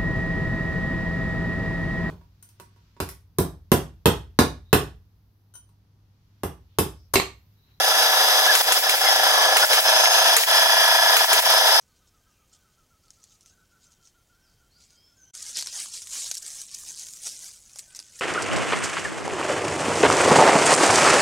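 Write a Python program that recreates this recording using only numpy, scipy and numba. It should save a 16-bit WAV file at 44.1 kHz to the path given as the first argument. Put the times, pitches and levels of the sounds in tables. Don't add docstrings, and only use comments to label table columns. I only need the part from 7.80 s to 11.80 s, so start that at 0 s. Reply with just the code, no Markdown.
import sys
import numpy as np
from scipy import signal
from scipy.fft import rfft, irfft
from scipy.io import wavfile
from scipy.ndimage import uniform_filter1d
from numba import njit

SR = 44100
rng = np.random.default_rng(int(sys.argv[2]) if len(sys.argv) > 2 else 0)


def pcm_store(signal):
    levels = np.round(np.clip(np.atleast_2d(signal), -1, 1) * 32767)
    wavfile.write(sys.argv[1], SR, levels.astype(np.int16).T)


N = 176400

PUMP_HZ = 27.32
RIPPLE_DB, RIPPLE_HZ = 2.3, 90

# (t/s, clatter gain/dB, air gain/dB, midrange tilt/(dB per octave), cover resonance/dB)
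PLACES = [(0, -3.5, 0, -1.5, -7), (.7, -2, 0.4, -2, 2), (1.2, -4, -1, -1.9, -4), (1.7, 2.5, 0.5, -1.5, -2),
          (2.3, 2.5, 1, 0.1, 0), (3.0, 1.5, 1, 0.5, 4.5), (4, 3, 1.5, -0.5, 2.5)]
# (f/Hz, left minus right/dB)
PORT_BALANCE = [(60, 0), (200, -1.5), (700, 0), (1290, -2.5), (2380, -0.5), (4400, 3), (8120, 0),
                (15000, -3)]


def pump_clatter(t, turns):
    # (f/Hz, relative level/dB)
    clatter_tone = [(160, -106), (260, -76.5), (410, -74), (480, -74), (525, -50.5), (595, -63.5),
                    (630, -43.5), (680, -66), (711, -76), (740, -65), (790, -49), (830, -64.5),
                    (880, -48.5), (1010, -49.5), (1130, -74), (1340, -48.5), (1440, -56), (1540, -58.5),
                    (1670, -45), (1780, -49.5), (1880, -70), (3000, -78.5)]
    clatter_level_db, place_variation = -25.5, 0.214
    cover_hz, cover_width_hz = 960, 90
    common, out = turn_harmonics(), 0
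    for k, (_, clatter_db, _, slope_db, cover_db) in enumerate(PLACES):
        lines = common + place_variation * turn_harmonics()
        hz = np.arange(lines.shape[1]) * PUMP_HZ
        pair = ports(*(lines / abs(lines)), hz)
        lean = undb(np.array([[1], [-1]]) * at_hz(PORT_BALANCE, hz) / 2)
        cover = cover_db * np.exp(-((hz - cover_hz) / cover_width_hz) ** 2)
        tone = undb(at_hz(clatter_tone, hz) + cover) * tilt(hz, slope_db) / (1 + (hz / 6000) ** 2)
        cycle = unit(irfft(pair / abs(pair) * lean * tone))
        phase = np.arange(cycle.shape[1]) / cycle.shape[1]
        repeated = np.array([np.interp(turns % 1, phase, side) for side in cycle])
        out = out + undb(clatter_db) * presence(t, k) * repeated
    return out * undb(clatter_level_db)


def turn_harmonics(size=2048, rattle_db=-18.5):
    envelope = knocking(np.arange(size) / size) + undb(rattle_db)
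    return rfft(envelope * rng.standard_normal((2, size)))


def knocking(turns, swell_s=0.00243):
    # (phase/turn, relative level/dB)
    knocks = [(0.092, 2.5), (.31, -3), (.6, -8.5), (0.852, 0.5)]
    ages = [((turns - start) % 1) / PUMP_HZ / swell_s for start, _ in knocks]
    return sum(undb(db) * age * np.exp(1 - age) for age, (_, db) in zip(ages, knocks))


def piston(t, turns):
    # (t/s, phase of first/turn, body f/Hz, first level/dB, second level/dB)
    thumps = [(0, .25, 770, -18, -23), (1, .25, 765, -18, -23), (1.35, .235, 750, -14.5, -23),
              (1.75, .21, 730, -15.5, -24), (2.25, .14, 695, -19, -15), (2.8, .13, 685, -17.5, -15.5),
              (4, .13, 700, -17.5, -15.5)]
    # (t/s, level/dB)
    ring_levels = [(0, -25), (1.1, -24), (1.6, -22), (2.3, -26.5), (2.8, -20), (3.3, -19), (3.7, -30)]
    thump_s, gap_turns, left_lag_s = .0034, .252, .00013
    ring_harmonic = round(1700 / PUMP_HZ)
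    turns = turns - np.array([[left_lag_s * PUMP_HZ], [0]])
    phase, body_hz, first_db, second_db = curve(t, thumps)
    out = undb(curve(t, ring_levels)[0]) * knocking(turns) * np.cos(2 * np.pi * ring_harmonic * turns)
    for centre, db in ((phase, first_db), (phase + gap_turns, second_db)):
        age = ((turns - centre + .5) % 1 - .5) / PUMP_HZ
        out = out + undb(db) * np.exp(-(age / thump_s) ** 2) * np.cos(2 * np.pi * body_hz * age)
    return out


def airflow(t, turns):
    # (f/Hz, relative level/dB)
    rush_tone = [(25, -108), (110, -101), (240, -85), (390, -69.5), (450, -62), (800, -54.5), (1000, -54),
                 (1120, -59), (1300, -54.5), (1750, -54.5), (2300, -60), (2950, -55.5), (3370, -50),
                 (3580, -53.5), (3800, -52), (4300, -60), (5130, -50), (5550, -58.5), (6050, -56),
                 (7300, -68.5), (9800, -61.5), (12300, -70), (13200, -65), (15700, -73)]
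    # (f/Hz, half width/Hz, throb with the knocks 0-1, rows of (t/s, level/dB))
    resonances = [(3377, 44, 0.64, [(0, -31.5), (1.5, -32.5), (2.3, -34), (2.85, -27.5), (3.3, -30),
                  (3.6, -37)]), (5130, 9.6, 0, [(0, -30), (1.2, -30), (1.5, -29), (2.4, -29.5),
                  (2.9, -30.5), (4, -25.5)]), (5160, 230, 0, [(0, -48), (1.1, -33), (1.5, -35),
                  (2.3, -25.5), (2.9, -51), (4, -41)]), (12020, 330, 0, [(0, -33), (.7, -30), (1.5, -36),
                  (2.4, -38), (2.9, -32.5), (4, -32)])]
    # (f/Hz, relative level/dB)
    spit_tone = [(5000, -50), (8000, -1), (9800, -2), (12500, -1), (15500, -8)]
    rush_db, spit_db, flicker_db = -18.5, -28, 1
    stroke_depth, stroke_peak_turn, spit_turn = 0.027, 0.098, .12
    rush = ringing = 0
    for k, (_, _, air_db, slope_db, _) in enumerate(PLACES):
        rush += undb(rush_db + air_db) * np.sqrt(presence(t, k)) * noise(rush_tone, RIPPLE_DB, slope_db)
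    knocks = unit(knocking(turns))
    for hz, width_hz, throb, levels in resonances:
        ringing += undb(curve(t, levels)[0]) * (1 + throb * (knocks - 1)) * whistle(t, hz, width_hz)
    spit_age = (turns - spit_turn) % 1 / PUMP_HZ
    spit = undb(spit_db) * burst(spit_age, attack_s=.001, hold_s=0.0077, decay_s=.004) * noise(spit_tone)
    stroke = 1 + stroke_depth * np.cos(2 * np.pi * (turns - stroke_peak_turn))
    return (rush + ringing + spit) * stroke * undb(flicker_db * walk(14))


def brief_whistle(t, start_s=2.14, length_s=.3, level_db=-26):
    progress = np.clip((t - start_s) / length_s, 0, 1)
    return undb(level_db) * 2 * np.sqrt(progress * (1 - progress)) * whistle(t, hz=6360, width_hz=27)


def whistle(t, hz, width_hz):
    phase = 2 * np.pi * hz * t
    pair = [walk(width_hz) * np.cos(phase) + walk(width_hz) * np.sin(phase) for _ in range(2)]
    return unit(np.array(pair))


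def stapler(t):
    # (t/s, crack level/dB, blast level/dB, blast hold/s, frame level/dB)
    shots = [(0.751, -13, -10, 0.041, -7.5), (0.921, -13.5, -8, 0.029, -11),
             (1.0916, -27, -10.5, 0.018, -11), (1.7672, -15, -11.5, 0.035, -4),
             (1.9305, -28, -12.5, 0.029, -5), (2.565, -1.5, -7, .06, -1), (3.3663, -13, -8, 0.018, -3),
             (3.529, -12, -13, 0.03, -7)]
    # (f/Hz, relative level/dB)
    crack_tone = [(300, -32), (900, -28), (2000, 13), (4000, -11), (7000, 7.5), (11000, 8), (15000, -8),
                  (17000, -30)]
    jet_tone = [(200, -41), (1000, -75), (3000, 6.5), (7000, 5), (11000, 1.5), (15000, -2), (17500, 14.5),
                (20000, 12.5)]
    frame_tone = [(100, -50), (250, -74), (450, 3.5), (700, -29), (1200, 4), (1900, 1), (2600, 4.5),
                  (3500, 1.5), (7000, -6.5)]
    crack = blast = frame = 0
    for start, crack_db, blast_db, blast_s, frame_db in shots:
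        crack += undb(crack_db) * burst(t - start, attack_s=0.0015, hold_s=0.008, decay_s=0.0096)
        blast += undb(blast_db) * burst(t - start, attack_s=0.0063, hold_s=blast_s, decay_s=0.014)
        frame += undb(frame_db) * burst(t - start, attack_s=0.0032, hold_s=0.0012, decay_s=0.018)
    out = crack * noise(crack_tone, RIPPLE_DB) + blast * noise(jet_tone, RIPPLE_DB)
    out += frame * noise(frame_tone)
    bass_cut = signal.butter(4, 287, "high", fs=SR, output="sos")
    return signal.sosfilt(bass_cut, out)


def exhaust(t):
    # (t/s, hold/s, level/dB)
    puffs = [(0.81, 0.035, -3.5), (0.978, 0.035, -2.5), (1.152, 0.04, -5.5), (1.849, 0.027, -2),
             (1.999, 0.03, -3.5), (2.631, 0.015, 4), (3.444, 0.025, -3.5), (3.594, 0.029, -1.5)]
    # (f/Hz, relative level/dB)
    puff_tone = [(300, -65), (2000, 4), (7000, 0), (12000, 1), (15800, 2.5), (17500, 25.5), (20000, -16)]
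    envelope = sum(undb(db) * burst(t - start, attack_s=0.0087, hold_s=hold, decay_s=0.017)
                   for start, hold, db in puffs)
    return envelope * noise(puff_tone)


def tick_and_trigger(t):
    # (t/s, level/dB)
    clicks = [(2.255, -7), (2.635, 1)]
    # (f/Hz, relative level/dB)
    click_tone = [(800, -57), (1800, -5), (2200, 5), (2500, -16), (3200, -4), (8000, -41)]
    envelope = sum(undb(db) * burst(t - start, attack_s=0.0024, hold_s=0.0022, decay_s=.004)
                   for start, db in clicks)
    return envelope * noise(click_tone)


def squeaks(t, blur_hz=100):
    # (t/s, length/s, start f/Hz, middle f/Hz, end f/Hz, level/dB)
    glides = [(.22, .17, 1150, 1165, 1160, -33), (.66, .07, 1480, 1740, 1540, -16),
              (1.245, .07, 2180, 2050, 1880, -23), (1.51, .19, 1200, 1090, 1160, -23),
              (1.82, .035, 1440, 1470, 1450, -16)]
    blur = np.array([walk(blur_hz) + 1j * walk(blur_hz) for _ in range(2)])
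    out = 0
    for start, length, *path_hz, db in glides:
        progress = np.clip((t - start) / length, 0, 1)
        phase = 2 * np.pi * np.cumsum(np.interp(progress, [0, .5, 1], path_hz)) / SR
        envelope = undb(db) * np.sqrt(4 * progress * (1 - progress))
        out += envelope * np.real((.5 + .5 * blur) * np.exp(1j * phase))
    return out


def ports(shared, diffuse, hz):
    # (f/Hz, coherence 0-1)
    likeness = [(60, .95), (300, .94), (700, .88), (1400, .72), (3200, .72), (5000, .45), (8000, .5),
                (15000, .48)]
    lag_s, knee_hz = .00019, 950
    coherence = np.clip(at_hz(likeness, hz), 0, 1)
    lean = undb(at_hz(PORT_BALANCE, hz) / 2)
    delay = np.exp(-2j * np.pi * hz * lag_s * hz / (hz + knee_hz))
    left = (coherence * shared + np.sqrt(1 - coherence ** 2) * diffuse) * delay
    return np.array([left * lean, shared / lean])


def noise(tone, ripple_db=0, slope_db=0):
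    hz = np.fft.rfftfreq(N, 1 / SR)
    shared, diffuse = rng.standard_normal((2, len(hz))) + 1j * rng.standard_normal((2, len(hz)))
    grid = np.arange(0, SR / 2, RIPPLE_HZ)
    ripple = ripple_db * np.interp(hz, grid, rng.standard_normal(len(grid)) * np.minimum(grid / 2500, 1))
    gain = undb(at_hz(tone, hz) + ripple) * tilt(hz, slope_db)
    return unit(irfft(ports(shared, diffuse, hz) * gain, N))


def presence(t, k):
    return np.interp(t, [row[0] for row in PLACES], np.arange(len(PLACES)) == k)


def burst(age, attack_s, hold_s, decay_s):
    return np.clip(age / attack_s, 0, 1) * np.exp(-np.maximum(age - hold_s, 0) / decay_s)


def walk(rate_hz):
    hz = np.fft.rfftfreq(N, 1 / SR)
    return unit(irfft(rfft(rng.standard_normal(N)) / (1 + (hz / rate_hz) ** 4), N))


def tilt(hz, db_per_octave):
    return undb(db_per_octave * np.log2(np.clip(hz, 300, 1700) / 850))


def at_hz(table, hz):
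    f, value = np.array(table).T
    return np.interp(np.log(np.maximum(hz, 1)), np.log(f), value)


def curve(t, rows):
    when, *columns = np.array(rows).T
    return [np.interp(t, when, column) for column in columns]


def undb(db):
    return 10 ** (np.asarray(db) / 20)


def unit(x):
    return x / np.sqrt(np.mean(x ** 2))


@njit
def follow(power, rise, fall):
    out, level = np.empty(len(power)), 0.
    for i in range(len(power)):
        level += (power[i] - level) * (rise if power[i] > level else fall)
        out[i] = level
    return out


def scene():
    t = np.arange(N) / SR
    wander_s = .00004
    turns = (t + wander_s * walk(2.3)) * PUMP_HZ
    compressor = pump_clatter(t, turns) + piston(t, turns) + airflow(t, turns) + brief_whistle(t)
    return compressor + stapler(t) + exhaust(t) + squeaks(t) + tick_and_trigger(t)


def record(dry):
    limit_db, attack_s, release_s = -13.5, 0.0021, 0.0049
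    ceiling, top_hz = .85, 15800
    power = uniform_filter1d(np.mean(dry ** 2, axis=0), size=128)
    rms = np.sqrt(follow(power, 1 / (attack_s * SR), 1 / (release_s * SR)))
    limited = dry / np.maximum(rms / undb(limit_db), 1)
    rounded = limited / (1 + (limited / ceiling) ** 8) ** (1 / 8)
    return signal.sosfilt(signal.ellip(12, .1, 90, top_hz, fs=SR, output="sos"), rounded)


dry = scene()
out = record(dry)
pcm_store(out)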